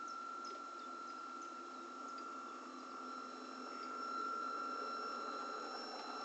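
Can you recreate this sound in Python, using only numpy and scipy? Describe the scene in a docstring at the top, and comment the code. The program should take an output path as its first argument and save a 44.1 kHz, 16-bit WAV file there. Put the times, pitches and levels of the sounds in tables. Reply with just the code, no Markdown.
"""Model liner gliding by

A model liner passes close on calm water, driven by a small geared electric motor. Its 30-tooth pinion
whines and knocks once a turn; the hollow hull booms and rattles, more as the stern nears. A bird chirps
some way off, ripples lap and a few drips tick over the faint hiss of the open air."""
import sys
import numpy as np
from scipy import signal
from scipy.fft import rfft, irfft, next_fast_len
from scipy.io import wavfile
from scipy.ndimage import uniform_filter1d

SR = 44100
rng = np.random.default_rng(int(sys.argv[2]) if len(sys.argv) > 2 else 0)


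def pcm_store(signal):
    """Save signal as 16-bit PCM."""
    levels = np.round(np.clip(np.atleast_2d(signal), -1, 1) * 32767)
    wavfile.write(sys.argv[1], SR, levels.astype(np.int16).T)


N = 275183
TIME, FREQ = np.arange(N) / SR, np.fft.rfftfreq(N, 1 / SR)
SHAFT_HZ, PROP_HZ, TEETH = 45.469, 17.16, 30

# fader rides of the tooth tone and the gear mount's lower ring: (time [s], relative level [dB])
WHINE_RIDE = [(0.05, -51), (0.46, -52), (0.68, -54), (1.39, -53.5), (1.88, -57), (2.17, -52), (2.5, -55),
              (2.64, -60), (2.74, -62), (2.98, -54.5), (3.17, -53), (3.42, -59.5), (4.2, -46), (5.57, -52),
              (5.79, -58), (5.96, -67.5), (6.05, -57.5), (6.2, -54)]
LOW_RING_RIDE = [(0.1, -77), (0.59, -70), (1.24, -68), (1.57, -80), (1.9, -65), (2.78, -58), (4.36, -70.5),
                 (4.43, -64), (5.37, -56.5), (6.03, -70.5), (6.24, -52.5)]
# partials of the upper, middle and lower ring: (shaft order, relative level [dB])
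RING_PARTIALS = [{29: 0, 31: -23, 32: -33.5}, {27: -7.5, 28: 0}, {24: -17, 25: -6.5, 26: 0}]
# how the upper and middle ring track the whine: (offset [dB], share of its swells, share of the pass-by)
RING_TRACKING = [(-4, .8, 0.077), (-3.5, 0.23, 0.44)]
# the motor's pass-by: (abeam at [s], closest distance [m], loss per doubling of distance [dB])
MOTOR_PASS = (5.43, 0.38, 7.55)


def gears(turns, tooth_db=2.5, ring_db=-2.6, low_db=1.0, chatter_db=-11, scatter=(.04, .11, .11)):
    """Meshing teeth whine; a tight spot rings the gear mount once a turn, choking the tone or knocking."""
    whine_db = curve(WHINE_RIDE) + tooth_db
    mean_db, near = whine_db.mean(), passing(*MOTOR_PASS)
    gains = [amp(mean_db + db + follow * (whine_db - mean_db)) * near ** share
             for db, follow, share in RING_TRACKING]
    gains.append(amp(curve(LOW_RING_RIDE) + low_db))
    whine = amp(whine_db) * evened(np.cos(2 * np.pi * TEETH * turns)) * (1 + 0.015 * drift(16))
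    ring = sum(gain * knocks(turns, partials, spread * near ** 2)
               for gain, partials, spread in zip(gains, RING_PARTIALS, scatter))
    chatter = sum(gain * noise(resonances([(hz, 80, 0)])) for gain, hz in zip(gains, (1340, 1280, 1170)))
    roughness = 1 + 0.1 * drift(25)
    return whine + amp(ring_db) * ring * roughness + amp(chatter_db) * chatter


# the ring's lead over the whine; near half a cycle it chokes, near zero it knocks: (time [s], lead [cycles])
RING_LEAD = [(0, -0.38), (2.3, -0.5), (3.15, -0.33), (3.45, -0.03), (3.58, -0.03), (4.0, -0.5)]


def knocks(turns, partials, scatter):
    """Partials in step, one pulse a turn; echoes inside the hull slowly scatter their phases."""
    lead = curve(RING_LEAD)
    return evened(sum(amp(db) * np.cos(2 * np.pi * (order * turns + lead + scatter * drift(0.63)))
                      for order, db in partials.items()))


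def shaft(wander_hz=0.01363, start_turns=.22, runout_teeth=.013):
    """Running count of motor turns; the big gear's uneven teeth rock the pinion each propeller turn."""
    uneven = sum(np.sin(2 * np.pi * (k * PROP_HZ * TIME + rng.random())) for k in range(1, 6))
    speed_hz = SHAFT_HZ + wander_hz * drift(1.22)
    return start_turns + np.cumsum(speed_hz) / SR + runout_teeth * uneven / TEETH


# partials around the whine's 2nd to 5th harmonic: (shaft order, relative level [dB])
HARMONIC_CLUSTERS = [{59: 0, 60: -1, 61: -9, 62: -13}, {87: -17, 89: 0, 90: -9, 91: -14, 92: -20}, {115:
                     -20, 117: -19, 119: 0, 120: -22, 121: -19}, {147: -6, 148: 0, 149: 0, 151: -6, 153:
                     -13}]
# the 2nd and 5th beam out in lobes that sweep past:
# (level when closest [dB], share of the pass-by, crest time [s], crest spacing [s], swing [dB])
HARMONIC_LOBES = [(-70.5, 0.9, 4.93, 1.2, 2.5), (-73, 0.97, 5.65, 1.7, 3)]
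# the 3rd and 4th whistle and fade as the motor goes by: (time [s], relative level [dB])
THIRD_RIDE = [(0, -80), (1.2, -76.5), (1.7, -81), (2.6, -91), (2.75, -72.5), (2.91, -78.5), (2.94, -92),
              (3.15, -70.5), (3.69, -76), (3.84, -89), (4.2, -66.5), (4.36, -86), (4.44, -70.5),
              (4.69, -74), (4.95, -68), (5.03, -79.5), (5.32, -64.5), (5.84, -73), (6.05, -63.5),
              (6.24, -70)]
FOURTH_RIDE = [(0, -81.5), (2.2, -79), (3.0, -75.5), (3.07, -72.5), (3.83, -67.5), (3.9, -79), (4.03, -64),
               (4.39, -73), (5.12, -62), (5.29, -72.5), (5.37, -67), (5.57, -72), (5.82, -55),
               (6.09, -67.5), (6.24, -61)]
# the shaft's pass-by: (abeam at [s], closest distance [m], loss per doubling [dB])
SHAFT_PASS = (5.66, 0.43, 5.7)


def overtones(turns, third_db=4, fourth_db=3.0, fuzz_db=-8.5, fuzz_width_hz=240, wander_db=1):
    """Thin clusters above the whine: the top partial swells and fades, its neighbours and fuzz less so."""
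    out, near = np.zeros(N), passing(*SHAFT_PASS)
    second, fifth = [near ** share * amp(db + swing_db * np.cos(2 * np.pi * (TIME - crest_s) / spacing_s))
                     for db, share, crest_s, spacing_s, swing_db in HARMONIC_LOBES]
    third, fourth = amp(curve(THIRD_RIDE) + third_db), amp(curve(FOURTH_RIDE) + fourth_db)
    for gain, partials in zip([second, third, fourth, fifth], HARMONIC_CLUSTERS):
        main = max(partials, key=partials.get)
        smoothed = np.exp(uniform_filter1d(np.log(gain), SR))
        milder = np.sqrt(gain * smoothed)  # half the swing in dB
        whistle = evened(np.cos(2 * np.pi * main * turns)) * amp(wander_db * drift(4.8))
        main_share = 1 / np.sqrt(sum(amp(db) ** 2 for db in partials.values()))
        neighbours = shaft_tones(turns, {order: db for order, db in partials.items() if order != main})
        out += gain * main_share * whistle + milder * np.sqrt(1 - main_share ** 2) * neighbours
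        out += amp(fuzz_db) * milder * noise(resonances([(main * SHAFT_HZ, fuzz_width_hz, 0)]))
    return out


# resonances of the hull's parts: (centre [Hz], width [Hz], relative level [dB])
BOOM_MODES = [(248.8, 25, 0), (284, 88, -1.5)]
BOW_MODES = [(344.4, 27, 0)]
DECK_MODES = [(407, 44, -0.5), (434, 16, 5.5), (479, 120, -2.5), (555, 100, -3.5)]
CHURN_MODES = [(620, 340, -3.5), (730, 300, -6), (1154, 460, -3)]
STERN_MODES = [(783, 150, 0)]
RATTLE_MODES = [(1348, 400, 2.5), (1540, 100, 3.5), (1790, 160, -16.5)]
# their pass-bys: (abeam at [s], closest distance [m], loss per doubling [dB])
BOOM_PASS = (5.25, 0.65, 4.6)
BOW_PASS = (1.9, .4, 3.5)
DECK_PASS = (5.24, 0.29, 6.5)
CHURN_PASS = (7.12, .22, 2.79)
STERN_PASS = (6.2, 0.17, 9.2)
# faint motor buzz: (shaft order, relative level [dB])
BUZZ_PARTIALS = {15: -1, 16: -2.4, 17: 0, 18: -5.5, 19: -2.7, 20: -4.5, 37: -13, 38: -5, 39: -11, 40: -11.5,
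                 41: -18, 48: -16.5, 49: -15}


def hull(turns, throb_depth=0.1, lumpy_db=2.15, low_cut_hz=204):
    """The drive shakes the hollow hull, a little harder once a turn; the propeller churns at the stern."""
    def part(modes, pass_by, db):
        return amp(db) * passing(*pass_by) * noise(resonances(modes))

    boom = part(BOOM_MODES, BOOM_PASS, db=-58)
    bow = part(BOW_MODES, BOW_PASS, db=-63.5)
    deck = part(DECK_MODES, DECK_PASS, db=-54)
    churn = part(CHURN_MODES, CHURN_PASS, db=-57)
    stern = part(STERN_MODES, STERN_PASS, db=-55)
    rattle = part(RATTLE_MODES, MOTOR_PASS, db=-59)
    throb = (1 + throb_depth * np.cos(2 * np.pi * turns)) * amp(lumpy_db * drift(45))
    buzz = amp(-62.5) * passing(*CHURN_PASS) * shaft_tones(turns, BUZZ_PARTIALS)
    shaken = boom + bow + deck + (churn + stern + rattle) * throb + buzz
    low_cut = signal.butter(5, low_cut_hz, "high", fs=SR, output="sos")  # a small hull radiates no bass
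    return signal.sosfilt(low_cut, shaken)


# the keel's pass-by: (abeam at [s], closest distance [m], loss per doubling [dB])
KEEL_PASS = (3, 0.29, 8.2)


def propeller_thrum(level_db=-60.0, waver_rad=0.3, flutter=0.092):
    """The hull's lowest mode picks out the propeller shaft's 15th harmonic as an unsteady hum."""
    phase = 2 * np.pi * 15 * PROP_HZ * TIME + waver_rad * drift(2.8)
    hum = np.cos(phase) * (1 + flutter * drift(9.1))
    return amp(level_db) * passing(*KEEL_PASS) * evened(hum)


# bird calls, pitched before sag and quaver:
# (time [s], from [Hz], to [Hz], length [s], relative level [dB], fade [dB])
BIRD_CHIRPS = [(0.074, 7130, 5320, 0.058, -54.5, 1.5), (0.441, 6970, 5140, 0.06, -58.5, -10),
               (0.783, 6600, 3580, 0.08, -62.5, 5), (1.069, 6800, 4980, 0.06, -58, 7),
               (1.181, 5200, 4750, 0.023, -61, 6), (1.415, 7050, 5880, 0.026, -56.5, 2),
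               (1.723, 6740, 3950, 0.11, -62, 14), (1.868, 4100, 3960, 0.042, -70, 2),
               (2.08, 7000, 5120, 0.046, -56.5, 12), (2.181, 4770, 4950, .015, -59, 0),
               (2.465, 6700, 3480, 0.05, -68, 5), (2.78, 6950, 4880, 0.041, -56, 11),
               (2.892, 5400, 4700, 0.025, -70, -1), (3.824, 4950, 4700, 0.024, -59.5, -2),
               (5.968, 7000, 6260, .03, -69, 14)]


def bird(trim_db=-1, flutter=0.54, fall_s=.012, sag_hz_per_s=1500):
    """Each chirp drops quickly in pitch and then sags on a quavering note."""
    out = np.zeros(N)
    quaver = 1 + .009 * drift(150)
    for s, from_hz, to_hz, length, db, fade_db in BIRD_CHIRPS:
        t = np.arange(int(length * SR)) / SR
        drop_hz = to_hz + (from_hz - to_hz) * np.exp(-(t / fall_s) ** 2)
        hz = (drop_hz - sag_hz_per_s * (t - length / 2)) * np.interp(s + t, TIME, quaver)
        envelope = amp(db - fade_db * t / length) * signal.windows.tukey(len(t), .25)
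        add(out, s, envelope * np.sin(2 * np.pi * np.cumsum(hz) / SR))
    return amp(trim_db) * out * (1 + flutter * drift(120))


# water lapping at the hull: (time [s], pitch [Hz], relative level [dB], decay [s])
LAP_CUES = [(0.499, 350, -58.5, 0.066), (.545, 582, -53.5, 0.017), (.885, 646, -64, 0.043),
            (1.89, 553, -59, 0.018), (3.66, 530, -57, 0.015), (3.664, 915, -52, 0.012),
            (3.71, 2070, -70.5, 0.28)]


def laps(trim_db=-1, spread=0.23, attack_s=0.0063):
    """Ripples slap and swish along the hull: soft noise bursts, each around one pitch."""
    out, t = np.zeros(N), np.arange(SR // 2) / SR
    edge = 1 + spread / 2
    for s, hz, db, decay in LAP_CUES:
        band = signal.butter(2, [hz / edge, hz * edge], "band", fs=SR, output="sos")
        slosh = evened(signal.sosfilt(band, rng.standard_normal(len(t))))
        envelope = 2 * (1 - np.exp(-t / attack_s)) * np.exp(-t / decay)
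        add(out, s, amp(db) * envelope * slosh)
    return amp(trim_db) * out


# drips landing: (time [s], relative level [dB], decay [s])
DRIP_CUES = [(0.471, -51.5, .003), (0.502, -54.5, 0.01), (.548, -61.5, 0.03), (1.102, -56.5, 0.0057),
             (1.294, -60, .004), (1.447, -60, .008), (2.075, -64, .002), (2.18, -56, 0.0086),
             (3.829, -56, 0.0054), (5.991, -55, .02)]
# colour of their splash: (frequency [Hz], relative level [dB])
SPLASH_EQ = [(900, -23), (2000, 7.5), (3500, 2.5), (5500, 1.5), (8000, -27)]


def drips(trim_db=-1):
    """Tiny splashes: bright noise with a hard attack and a quick decay."""
    envelope, t = np.zeros(N), np.arange(SR // 8) / SR
    for s, db, decay in DRIP_CUES:
        add(envelope, s, amp(db) * np.exp(-t / decay))
    return amp(trim_db) * envelope * noise(spectrum(SPLASH_EQ))


def shore_echoes(x, wet_db=-7, t60_s=0.39, density=.04):
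    """Adds scattered echoes from the banks and moored boats."""
    t = np.arange(SR // 2) / SR
    taps = rng.standard_normal(len(t)) * (rng.random(len(t)) < density) * amp(-60 * t / t60_s)
    return x + amp(wet_db) * signal.fftconvolve(x, taps / np.linalg.norm(taps))[:N]


# colour of the open-air bed: (frequency [Hz], relative level [dB])
AIR_EQ = [(30, -8.5), (110, -5.5), (170, 1.5), (230, 2), (500, 11.5), (1200, 7.5), (1600, 4), (2100, 2),
          (3200, -0.5), (5000, 0), (7000, -0.5), (7700, -5), (8400, -17.5), (8900, -29.5)]


def air_and_wake(air_db=-64.0, fizz_db=-66.0, flicker_db=4):
    """Steady outdoor hiss, and the flickering fizz of the wake that comes with the churn."""
    fizz = noise(spectrum([(700, -29.5), (2000, 0.0), (4500, -5.5), (7000, -6), (8800, -27)]))
    hiss = noise(spectrum(AIR_EQ))
    flicker = amp(flicker_db * np.tanh(drift(60)))
    return amp(air_db) * hiss + amp(fizz_db) * passing(*CHURN_PASS) * fizz * flicker


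def passing(abeam_s, closest_m, doubling_db, speed_m_per_s=.3):
    """Gain of a part of the boat that glides by in a straight line; 1 when it is abeam."""
    distance = np.hypot(closest_m, speed_m_per_s * (TIME - abeam_s))
    return amp(-doubling_db * np.log2(distance / closest_m))


def shaft_tones(turns, partials):
    """Multiples of the shaft rate in random phase, rms 1."""
    return evened(sum(amp(db) * np.cos(2 * np.pi * (order * turns + rng.random()))
                      for order, db in partials.items()))


def noise(shape):
    """Noise of rms 1 with the given magnitude over FREQ."""
    size = next_fast_len(N)
    shape = np.interp(np.fft.rfftfreq(size, 1 / SR), FREQ, shape)
    return evened(irfft(rfft(rng.standard_normal(size)) * shape, size)[:N])


def drift(hz):
    """Random modulation up to about hz, rms 1."""
    return noise(np.exp(-(FREQ / hz) ** 2))


def spectrum(points):
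    """EQ magnitude through (frequency [Hz], level [dB]) points."""
    hz, db = np.transpose(points)
    return amp(np.interp(np.log(FREQ + 1), np.log(hz), db))


def resonances(modes):
    """Magnitude of a few steep-sided resonances."""
    return np.sqrt(sum((amp(db) / (1 + (2 * (FREQ - hz) / width) ** 2)) ** 2 for hz, width, db in modes))


def curve(points):
    """Automation through (time [s], value) points."""
    return np.interp(TIME, *np.transpose(points))


def amp(db):
    """Decibels to gain."""
    return 10 ** (np.asarray(db) / 20)


def evened(x):
    """Scales to rms 1."""
    return x / np.sqrt(np.mean(x ** 2) + 1e-20)


def add(mix, s, sound):
    """Lays a sound into the mix at s seconds."""
    part = mix[round(s * SR):][:len(sound)]
    part += sound[:len(part)]


def scene():
    """The boat up front, with water, air and the bird around it, in mono."""
    turns = shaft()
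    boat = gears(turns) + overtones(turns) + hull(turns) + propeller_thrum()
    return (boat + air_and_wake() + laps() + drips() + shore_echoes(bird()))[None]


def record(dry, high_cut_hz=8920):
    """A steep high cut on the whole mix."""
    high_cut = signal.firwin(511, high_cut_hz, window=("kaiser", 9), fs=SR)
    return signal.oaconvolve(dry, high_cut[None], "same")


dry = scene()
out = record(dry)
pcm_store(out)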